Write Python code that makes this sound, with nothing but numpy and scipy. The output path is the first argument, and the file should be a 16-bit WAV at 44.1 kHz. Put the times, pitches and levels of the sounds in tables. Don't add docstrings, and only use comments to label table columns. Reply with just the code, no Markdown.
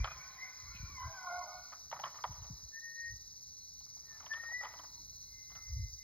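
import sys
import numpy as np
from scipy import signal
from scipy.fft import rfft, irfft, next_fast_len
from scipy.io import wavfile
from scipy.ndimage import uniform_filter1d

SR = 44100
rng = np.random.default_rng(int(sys.argv[2]) if len(sys.argv) > 2 else 0)


def invert_db(level):
    return 10 ** (np.asarray(level, dtype=float) / 20)


def transcribe(signal):
    frames = np.atleast_2d(signal).T
    limited = np.clip(frames, -1, 1)
    pcm = np.round(limited * 32767).astype(np.int16)
    wavfile.write(sys.argv[1], SR, pcm)


N = 266275


def evened(x):
    return x / np.sqrt(np.mean(x ** 2) + 1e-20)


def read(points, hz):
    f, value = np.transpose(points)
    return np.interp(np.log(hz + 1), np.log(f + 1), value)


def played(rows):
    s, *columns = np.transpose(rows)
    t = np.arange(N) / SR
    gate = np.clip(np.minimum(t - s[0], s[-1] - t) / 0.0017, 0, 1)
    return gate, *(np.interp(t, s, c) for c in columns)


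def coloured(db):
    hz = np.fft.rfftfreq(N, 1 / SR)
    return evened(irfft(rfft(rng.standard_normal(N)) * invert_db(db(hz)), N))


def resonate(x, hz, width_hz):
    turn = np.exp(2j * np.pi * np.cumsum(hz * np.ones(len(x))) / SR)
    r = np.exp(-np.pi * width_hz / SR)
    return 2 * (turn * signal.lfilter([1 - r], [1, -r], x / turn)).real


def partial(hz, db, rough, width_hz):
    rough = np.clip(rough, 0, 1)
    line = np.sqrt(2) * np.sin(2 * np.pi * np.cumsum(hz) / SR)
    noise = rng.standard_normal(len(hz))
    fuzz = evened(resonate(resonate(noise, hz, width_hz), hz, width_hz))
    return invert_db(db) * (np.sqrt(1 - rough) * line + np.sqrt(rough) * fuzz)


def voice(rows, rough, width_hz, multiples=(1,), overtones_db=(0,), waver_db=0, wobble=0.02):
    gate, hz, db, *mouth_db = played(rows)
    on, out = gate > 0, np.zeros(N)
    for k, rel_db in zip(multiples, overtones_db):
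        waver = evened(uniform_filter1d(rng.standard_normal(on.sum()), 2500))
        level_db = db + rel_db + sum(mouth_db) * ((k == 4) - (k == 6))
        pitch_hz = k * hz[on] * (1 + rough * wobble * waver[::-1])
        out[on] += partial(pitch_hz, level_db[on] + waver_db * waver, rough, width_hz)
    return gate * out


def note(s, rise_s, fall_s, hz, db):
    edge_db, sag = -32, 0.011
    return [(s - rise_s, hz * (1 + sag / 2), db + edge_db),
            (s, hz, db),
            (s + fall_s, hz * (1 - sag / 2), db + edge_db)]


# time_s, pitch_hz, effort_db
GROAN = [(0.02, 1060, -90), (0.104, 1040, -80), (0.17, 1050, -61.5), (0.25, 1070, -68.5),
         (0.4, 1040, -62.5), (0.52, 1030, -70), (0.8, 1040, -77), (0.9, 1058, -66.5), (0.94, 1058, -94)]
GROAN_OVERTONES_DB = (-1, -26)


def groan():
    return invert_db(2.5) * voice(GROAN, 0.276, 23, range(1, 3), GROAN_OVERTONES_DB, waver_db=-1.0)


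# time_s, pitch_hz, effort_db
SQUEAL = [(.9, 1142, -66), (.94, 1113, -55), (.97, 1041, -47.5), (1.0, 1007, -44), (1.03, 1003, -46.5),
          (1.08, 1028, -52.5), (1.11, 1018, -76), (1.25, 1027, -52)]
SQUEAL_OVERTONES_DB = (-2.5, -2, -26.5)


def squeal():
    return voice(SQUEAL, 0.24, 75, range(1, 4), SQUEAL_OVERTONES_DB, waver_db=3.5)


# time_s, pitch_hz, effort_db, mouth_opening_db (on the fourth partial)
BELLOW = [(1.0, 394, -73, 17), (1.12, 402.2, -63, 8), (1.2, 373.7, -55.5, 7), (1.255, 363.7, -56.5, 3.5),
          (1.31, 352, -44, -1), (1.365, 360.8, -44, -1.5), (1.432, 348, -53.5, -8), (1.46, 367.2, -61, 4),
          (1.52, 360.7, -55, -2), (1.72, 363, -70, 8.5)]
BELLOW_OVERTONES_DB = (-1, -9, 1, -7.5)


def bellow():
    return voice(BELLOW, 0.36, 85, (2, 3, 4, 6), BELLOW_OVERTONES_DB, waver_db=2.1)


# time_s, pitch_hz, level_db
SNORT = [(.72, 2515, -82), (.765, 2470, -51), (.81, 2400, -80)]


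def snort():
    return voice(SNORT, rough=0.47, width_hz=730)


# time_s, level_db
RASP = [(0.0, -51.5), (0.714, -58.5), (0.984, -58.5), (1.15, -54), (1.724, -62), (1.9, -86)]
# freq_hz, gain_db
RASP_COLOUR = [(240, -100), (400, -25), (891, -15.5), (1050, -6), (1270, -13.5), (1490, -11), (1730, -11),
               (2120, -6.5), (2530, -14.5), (2620, -55), (2900, -69), (3050, -17), (3900, -34.5),
               (6600, -120)]


def rasp():
    gate, level_db = played(RASP)
    return gate * invert_db(level_db - 6.5) * coloured(lambda hz: read(RASP_COLOUR, hz))


# time_s, pitch_hz, effort_db
GRUNT = [(1.39, 1085, -53), (1.44, 954, -53), (1.49, 775, -62), (1.56, 754, -59)]
# peak_s, rise_s,
# fall_s, pitch_hz, peak_db
MOANS = [(.244, .2, .1, 2380, -61.5), (.3, .05, 1.2, 2370, -69), (.9, .06, .03, 2330, -56.5),
         (1.275, .1, .04, 1060, -44), (.38, .9, .3, 770, -73), (1.48, .22, .14, 620, -57),
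         (1.25, .25, .02, 930, -59), (1.0, .02, .3, 930, -69), (4.4, 2.5, 3.0, 2135, -80),
         (4.82, .2, .13, 297, -75), (5.0, .13, .12, 290, -70.5), (.43, .06, .2, 2072, -46),
         (1.03, .08, .12, 1065, -46), (1.06, .1, .04, 1550, -54), (.5, .2, .12, 1480, -61),
         (.72, .1, .08, 1400, -60), (.81, .05, .05, 1490, -60), (.86, .04, .05, 1380, -61),
         (.61, .05, .03, 1250, -60), (4.64, .03, .17, 1960, -47), (1.42, .12, .08, 1090, -48),
         (1.5, .1, .15, 1230, -58), (1.35, .15, .15, 870, -57), (1.53, .08, .1, 900, -56),
         (1.1, .15, .2, 660, -62), (1.05, .1, .15, 1380, -60), (1.64, .04, .05, 1170, -59),
         (.03, .05, .15, 2060, -54), (.85, .3, .1, 2340, -60), (.25, .2, .3, 1500, -63)]


def far_voices():
    calls = [GRUNT] + [note(*row) for row in MOANS]
    return sum(voice(rows, rough=0.42, width_hz=94) for rows in calls)


# time_s, share of the calls that is thinned
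HOLLOW = [(0, .25), (.95, .5), (1.15, 1), (1.75, 1), (1.9, 0), (6.04, 0)]


def elk():
    herd = far_voices() + snort() + rasp() + groan() + squeal() + bellow()
    hollow_share = played(HOLLOW)[1]
    notch = signal.iirnotch(1780, 4.5, SR)
    hollowed = signal.filtfilt(*notch, signal.lfilter(*notch, herd))
    return (1 - hollow_share) * herd + hollow_share * hollowed


# time_s, pitch_hz, effort_db
BUGLES = [
    [(2.715, 1740, -76), (2.74, 1795, -55), (2.775, 1813, -47.5), (2.845, 1853, -48.5), (2.91, 1845, -51),
     (3.06, 1867, -44), (3.1, 1867, -46.5), (3.14, 1867, -61), (3.3, 1866, -88)],
    [(4.05, 1890, -78), (4.115, 1805, -60), (4.16, 1760, -62), (4.19, 1750, -74)],
    [(4.292, 1740, -70), (4.317, 1765, -37.5), (4.385, 1845, -44.5), (4.497, 1860, -44.5),
     (4.55, 1965, -37.5), (4.59, 1990, -44), (4.613, 1930, -39), (4.621, 1890, -54), (4.72, 1850, -70)],
    [(5.26, 2110, -87), (5.352, 2084, -64.5), (5.506, 2072, -62.5), (6.038, 2065, -63)],
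    [(0.0, 2340, -50), (0.05, 2403, -61.5), (0.13, 2450, -53), (0.15, 2410, -66), (0.2, 2330, -89)],
    [(.372, 2024, -82), (.385, 1997, -55.5), (.45, 2000, -56), (.482, 1975, -56), (.5, 2010, -81),
     (.55, 2010, -74)],
]
# time_s, depth_db, half_width_s
FADES = [(2.805, 24, .013), (2.815, 8, .03), (2.945, 7, .025), (4.346, 4, .008), (4.362, 4, .007),
         (4.377, 9, .007), (4.39, 14, .009), (4.423, 12, .012), (4.45, 6, .016), (4.497, 3, .012),
         (4.527, 8, .014), (4.561, 3, .007), (4.58, 5, .014), (5.46, 10, .06), (5.742, 8, .04),
         (5.946, 25, .065)]
# peak_s, rise_s, fall_s, pitch_hz, peak_db
PIPES = [(.212, .07, .07, 2234, -56.5), (.488, .2, .04, 2226, -60), (.736, .3, .12, 2200, -61.5),
         (.392, .02, .1, 1935, -56), (.7, .2, .2, 2075, -63), (.68, .06, .04, 1160, -62),
         (.72, .02, .02, 1060, -60), (.47, .15, .1, 750, -66), (.606, .015, .3, 2025, -60.5),
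         (4.992, .18, .05, 948, -69.5), (5.564, .02, .04, 1345, -57.5)]


def whistles():
    t = np.arange(N) / SR
    fade_db = sum(db * np.maximum(1 - abs(t - s) / half_s, 0) for s, db, half_s in FADES)
    bugles = sum(voice(rows, rough=0.02, width_hz=90) for rows in BUGLES)
    pipes = sum(voice(note(*row), rough=0.08, width_hz=140) for row in PIPES)
    return bugles / invert_db(fade_db) + pipes


# freq_hz, width_hz, gain_db
ANTLER = [(805, 840, -4), (1127, 410, -3.5), (1778, 480, -3.5)]


def bone(x):
    return sum(invert_db(g) * resonate(resonate(x, f, w), f, 2 * w) for f, w, g in ANTLER)


# freq_hz, width_hz, gain_db
CRACK = [(3050, 890, 18), (4200, 2700, 8)]
# start_s, peak_db, ring_hz, brightness_db, chatter_t60_s
BLOWS = [(0.0435, -27.5, 1340, -17.5, 0.057), (0.052, -36, 1030, -31, 0.048),
         (0.072, -36, 1220, -23.5, 0.084), (0.107, -41, 1390, -20, 0.037), (0.116, -41.5, 1280, -26, 0.046),
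         (1.721, -44, 1100, -28, 0.094), (1.729, -44, 1294, -25, 0.1), (1.914, -38.5, 1115, -18.5, 0.073),
         (1.926, -31, 860, -38, 0.053), (1.939, -41, 920, -34, 0.24), (1.961, -42, 1130, -30, 0.12),
         (1.992, -38, 1220, -35, 0.021), (1.997, -37.5, 850, -22, 0.039), (2.016, -48, 980, -25, 0.11),
         (2.035, -35.5, 1010, -31, 0.018), (2.038, -28.5, 1103, -19.5, 0.076),
         (2.056, -40, 1130, -20, 0.032), (2.064, -38, 1080, -35, 0.088), (2.08, -46, 1120, -31, 0.061),
         (2.142, -46.5, 1020, -34, 0.055), (2.153, -47.5, 980, -26, 0.19), (2.178, -51, 1160, -23, 0.069),
         (2.186, -43, 1120, -37, 0.13), (2.238, -39, 1310, -10, 0.019), (2.24, -26.5, 970, -55, 0.031),
         (2.2505, -26.5, 1150, -70, 0.0071), (2.254, -38, 780, -63, 0.06), (2.268, -52, 1200, -30, 0.037),
         (2.33, -63, 770, -8, 0.095), (2.42, -56, 890, -17, 0.29), (2.442, -53.5, 726, -18, 0.25),
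         (3.806, -63.5, 990, -17, 0.083), (3.865, -61.5, 1160, -29, 0.055),
          (3.968, -59.5, 880, -32, 0.035), (4.11, -58, 1150, -39, 0.062), (4.202, -48.5, 1150, -26, 0.11),
          (4.228, -50.5, 846, -22, 0.18), (4.262, -50, 930, -6.5, 0.045), (4.266, -44.5, 1220, -23, 0.031),
          (4.334, -42, 1150, -8.5, 0.081), (4.371, -45.5, 1340, -27, 0.087), (4.435, -45, 1290, -35, 0.1),
          (4.488, -52, 824, -30, 0.072), (4.516, -46.5, 845, -33, 0.066), (4.589, -67, 818, -28, .06),
          (4.609, -46, 1210, -26, 0.049), (4.614, -49.5, 845, -34, 0.15), (4.632, -37.5, 920, -33, 0.16),
          (4.646, -46.5, 1530, -12, 0.012), (4.652, -38.5, 1200, -21.5, 0.048),
          (4.669, -63, 1500, -28, 0.031), (4.738, -45, 993, -22, 0.036), (4.744, -48.5, 870, -39, 0.16),
          (4.757, -62, 1190, -28, .05), (4.79, -50, 1080, -13, 0.057), (4.796, -47, 1020, -32, 0.065),
          (4.833, -51, 970, -27, 0.074), (4.841, -48, 990, -36, 0.041), (5.5, -56, 1160, -20, 0.12),
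          (5.518, -54, 1170, -18, 0.063), (5.552, -51.5, 1310, -12.5, 0.23)]


def antler_blows():
    knock_rise_s, crack_t60_s = 0.0027, 0.036
    out, t = np.zeros(N + 6000), np.arange(6000) / SR
    for s, db, hz, bright_db, t60_s in BLOWS:
        size, chance, hiss = rng.random((3, 6000)) - 0.5
        knocks = np.sign(size) * (0.5 + abs(size)) * (chance < 2500 / SR - 0.5)
        knocks[:30:12] = 2.2
        chatter = knocks * np.minimum(t / knock_rise_s + 0.33, 1) * invert_db(-60 * t / max(t60_s, 0.005))
        edge = (knocks + 7.8 * hiss) * invert_db(-60 * t / crack_t60_s)
        ring = 2.2 * resonate(resonate(chatter, hz, 190), hz, 910) + bone(chatter)
        ring = signal.lfilter(*signal.butter(2, 1900, fs=SR), ring)
        crack = sum(invert_db(g) * resonate(resonate(edge, f, w), f, w) for f, w, g in CRACK)
        blow = ring / abs(ring).max() + invert_db(bright_db + 13.0) * crack / abs(crack).max()
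        out[round(s * SR):][:6000] += invert_db(db) * blow
    return out[:N]


# peak_s, rise_s, fall_s, peak_db
RATTLE = [
    (1.93, 0.043, 0.2, -73),
    (2.087, 0.13, 0.06, -58),
    (2.304, 0.73, 0.83, -64),
    (4.347, 0.6, 0.4, -57.5),
    (4.638, 0.085, 0.37, -51.5),
    (5.686, 0.28, 0.23, -71),
]


def antler_rattle():
    knocks = rng.standard_normal(N) * (rng.random(N) < 700 / SR)
    loose, out = evened(bone(knocks)), np.zeros(N)
    for s, rise_s, fall_s, peak_db in RATTLE:
        gate, _, db = played(note(s, rise_s, fall_s, 0, peak_db))
        out += gate * invert_db(db - 3.0) * loose
    return out


def antlers():
    band = signal.butter(4, [580, 5400], "band", fs=SR, output="sos")
    return signal.sosfilt(band, antler_blows() + antler_rattle())


def tree_line(x):
    t = np.arange(SR // 2) / SR
    hits = rng.standard_normal(len(t)) * (rng.random(len(t)) < 500 / SR)
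    echoes = hits * invert_db(-60 * t / 0.67) * (t > 0.012)
    dull = signal.lfilter([0.35], [1, -0.65], x)
    return signal.fftconvolve(dull, echoes / np.linalg.norm(echoes))[:N]


# time_s, factor on the throb depth
IN_STEP = [(0, .4), (1.2, .6), (3.0, 1.6), (4.1, .8), (6.04, 1.0)]


def choir(db, low_hz, peak_hz, high_hz, rate_hz, first_s, depth_db):
    corners_hz = [0, low_hz - 450, low_hz, peak_hz, high_hz, high_hz + 750, SR / 2]
    gains_db = [-99.0, -52.0, -5.5, 3.5, -2.0, -47, -150]
    band = coloured(lambda hz: np.interp(hz, corners_hz, gains_db))
    beat = np.cos(2 * np.pi * rate_hz * (np.arange(N) / SR - first_s))
    drift = evened(uniform_filter1d(rng.standard_normal(N), 1200))
    return invert_db(db + 1.68 * drift + depth_db * played(IN_STEP)[1] * beat) * band


# low_hz, peak_hz, high_hz, throb_rate_hz, first_throb_s, throb_depth_db
CHOIRS = [
    (5600, 5960, 6350, 19.1, .024, 2.6),
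    (4420, 4980, 6800, 61.0, .0, 1.3),
    (10950, 11600, 12250, 19.02, .012, 2.8),
    (12300, 15200, 17500, 19.35, .025, 2.4),
    (8950, 9250, 13000, 19.0, .0, .6),
    (3750, 4150, 4250, 38.0, .0, 1.5),
    (7150, 7280, 7350, 9.5, .0, 5),
]
CHOIR_DB = [-55.5, -58, -75, -77.5, -84.5, -69, -88]
# time_s, gain_db
HIGH_SWELL = [(0, 6.5), (4.4, 3), (4.9, 9), (6.04, 9)]
# time_s, gain_db
THIN_SWELL = [(0, 1), (2.3, 3), (4.2, 4.5), (4.4, 7.5), (6.04, 8)]


def insects():
    choirs = [choir(db, *row) for db, row in zip(CHOIR_DB, CHOIRS)]
    highest = choirs[3] * invert_db(played(HIGH_SWELL)[1])
    thin = choirs[4] * invert_db(played(THIN_SWELL)[1])
    return sum(choirs[:3] + choirs[5:]) + highest + thin


# start_s, end_s, pitch_hz, level_db
CRICKET = [
    (.1, 0.333, 4200, -67.5),
    (0.624, 0.95, 4182, -62),
    (1.399, 1.751, 4254, -64),
    (1.8, 2.266, 4200, -74),
    (2.58, 3.074, 4170, -65.5),
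    (3.1, 3.528, 4200, -72),
    (3.552, 3.883, 4216, -64.5),
    (4.854, 5.347, 4193, -63),
]


def cricket():
    pulses = evened(1 + 0.35 * np.sin(2 * np.pi * 38.2 * np.arange(N) / SR))
    out = np.zeros(N)
    for start_s, end_s, hz, db in CRICKET:
        bout = [(start_s - 0.04, hz, db - 7), (start_s + 0.08, hz, db - 1),
                (end_s - 0.06, hz + 25, db), (end_s + 0.03, hz + 25, db - 9)]
        out += voice(bout, rough=0.7, width_hz=110, wobble=0.002)
    return pulses * out


# peak_s, peak_db, hold_s, scuff_db (against the thud)
BUMPS = [(0.0, -26, 0, -46), (0.174, -53.5, 0, -34), (0.662, -52.5, 0.1, -17.5),
         (0.837, -48.5, 0.0054, -30), (0.916, -50, 0.025, -10), (1.061, -45, 0.0088, -19),
         (1.392, -59.5, 0, -41), (1.568, -64, 0.049, -10.5), (1.864, -63, 0.0085, -25),
         (1.942, -74.5, 0.13, 6.5), (2.309, -50, 0.0046, -11.5), (2.42, -48, 0.0036, -26),
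         (2.518, -51.5, 0.013, -10), (2.658, -54, 0, -32), (3.137, -47, 0, -20), (3.2, -63.5, 0.066, -32),
         (3.482, -62.5, 0.0094, -11), (3.8, -58.5, 0, -10), (4.198, -66, 0.014, -19),
         (5.02, -64, 0.16, -20), (5.285, -61.5, 0.09, -25), (5.516, -61.5, 0.092, -7),
         (5.728, -38, 0.12, -37), (5.939, -48.5, 0, -39), (6.03, -57, 0, -33)]
# freq_hz, gain_db
BUMP_COLOUR = [(20, -50), (33, -5), (52, 4), (75, -1), (110, -6.5), (160, -29.5), (250, -57.5), (700, -120)]
# freq_hz, gain_db
SCUFF_COLOUR = [(90, -25), (140, 5.5), (200, -13.5), (350, -19), (500, -60), (1500, -110)]
# time_s, level_db
BREEZE = [(0, -59), (.5, -72), (1.3, -73), (2.2, -72.5), (2.75, -78), (3.3, -68), (4.3, -69.5),
          (5.2, -64.5), (6.04, -78)]


def bumps():
    rise_db_s, fall_db_s, breeze_scuff_db = 232, 348, -8.5
    t, breeze = np.arange(N) / SR, invert_db(played(BREEZE)[1])
    push, rub = breeze ** 2, (invert_db(breeze_scuff_db) * breeze) ** 2
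    for s, db, hold_s, scuff_db in BUMPS:
        before_db = rise_db_s * np.maximum(s - t, 0)
        after_db = fall_db_s * np.maximum(t - s - hold_s, 0)
        power = invert_db(db - before_db - after_db) ** 2
        push = push + power
        rub = rub + invert_db(scuff_db) ** 2 * power
    thud = coloured(lambda hz: read(BUMP_COLOUR, hz))
    thud = thud / np.sqrt(uniform_filter1d(thud ** 2, 1500) + 0.36)
    scuff = coloured(lambda hz: read(SCUFF_COLOUR, hz))
    bass_cut = signal.butter(2, 36, "high", fs=SR)
    thud = signal.lfilter(*bass_cut, np.minimum(t / 0.004, 1) * np.sqrt(push) * thud)
    return thud + np.sqrt(rub) * scuff


# start_s, peak_db, first_swing_hz, t60_s
TAPS = [(.63, -49, 127, 0.16), (.745, -57, 259, 0.13), (0.798, -39, 130, 0.064), (0.829, -39.5, 178, 0.12),
        (0.894, -54, 408, 0.036), (.95, -66, 335, 0.033), (1.051, -43, 164, 0.13),
        (1.076, -43.5, 152, 0.13), (1.998, -80, 264, 0.14), (2.29, -50, 225, 0.15),
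        (2.378, -54.5, 168, 0.1), (2.414, -51, 172, 0.095), (2.449, -50, 133, 0.088),
        (2.499, -45.5, 250, 0.18), (2.631, -51.5, 177, 0.078), (3.13, -64, 129, 0.059),
        (5.799, -41.5, 177, 0.1)]


def taps():
    sink_s, rest = 0.018, 0.18
    out, t = np.zeros(N + 8000), np.arange(8000) / SR
    for s, db, hz, t60_s in TAPS:
        cycles = hz * (rest * t + (1 - rest) * sink_s * (1 - np.exp(-t / sink_s)))
        level = invert_db(db + 6.5 - 60 * t / max(t60_s, 0.02)) * np.minimum(t / 0.012, 1)
        out[round(s * SR):][:8000] += level * np.sin(2 * np.pi * cycles)
    return out[:N]


# freq_hz, level_db
AIR = [(100, -101.5), (200, -102.5), (500, -107), (1200, -109), (1800, -113), (2150, -110), (2500, -121),
       (3400, -124), (7000, -140), (16000, -145)]
# freq_hz, share
AIR_SAME = [(100, 1), (350, 0.25), (600, 0.17), (1400, 0.044), (2000, 0.32)]
# time_s, gain_db
AIR_SWELL = [(0, 0), (2.5, 1), (3.2, -1.5), (3.8, -3.5), (4.2, 2.5), (5.1, -0.5), (6.04, -3)]


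def air():
    hz = np.fft.rfftfreq(N, 1 / SR)
    a, b = rfft(rng.standard_normal((2, N)))
    same = np.clip(read(AIR_SAME, hz), 0, 1)
    pair = np.array([a, same * a + np.sqrt(1 - same ** 2) * b])
    wash = irfft(pair * invert_db(read(AIR, hz)) * np.sqrt(SR / 2), N)
    return invert_db(played(AIR_SWELL)[1]) * wash


def scene():
    high, calls, blows = whistles(), elk(), antlers()
    echo = tree_line(invert_db(-8.5) * calls + invert_db(-13.5) * blows) + tree_line(invert_db(-25) * high)
    heard = high + calls + blows + echo + insects() + cricket() + bumps() + taps()
    stray = invert_db(-38) * insects() + invert_db(-18.0) * bumps() + invert_db(-14.5) * taps()
    return heard + np.array([stray, -stray]) + air()


# freq_hz, phase_rad
PORT_TURN = [(0, 0), (550, .5), (1400, .35), (1900, -.85), (2700, -2.5), (3700, -.85), (4500, -1.4),
             (5050, -1.36), (5700, -3.06), (5860, -3.14), (6030, -3.27), (6200, -3.45), (6900, -4.55),
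             (7300, -5.8), (8900, -7.5), (9300, -8.85), (9750, -9.4), (10600, -9.5), (11900, -12.2),
             (12950, -12.7), (13600, -14.0), (14450, -15.6), (15050, -15.8), (15700, -16.9)]
# freq_hz, balance_db
PORT_BALANCE = [(250, 0), (600, -2.5), (1000, -2), (1400, 0.5), (1800, 4.5), (2000, 4), (2250, -1.5),
                (2600, 0.5), (4000, 0)]


def microphone_ports(dry):
    size = next_fast_len(N + 4096)
    hz = np.fft.rfftfreq(size, 1 / SR)
    turn = np.exp(1j * np.interp(hz, *np.transpose(PORT_TURN)))
    tilt = invert_db(read(PORT_BALANCE, hz) / 2)
    return irfft(rfft(dry, size) * np.array([tilt, turn / tilt]), size)[:, :N]


def low_pass(x):
    return signal.sosfilt(signal.butter(12, 15760, fs=SR, output="sos"), x)


def record(dry):
    mix = microphone_ports(dry)
    return low_pass(mix)


dry = scene()
out = record(dry)
transcribe(out)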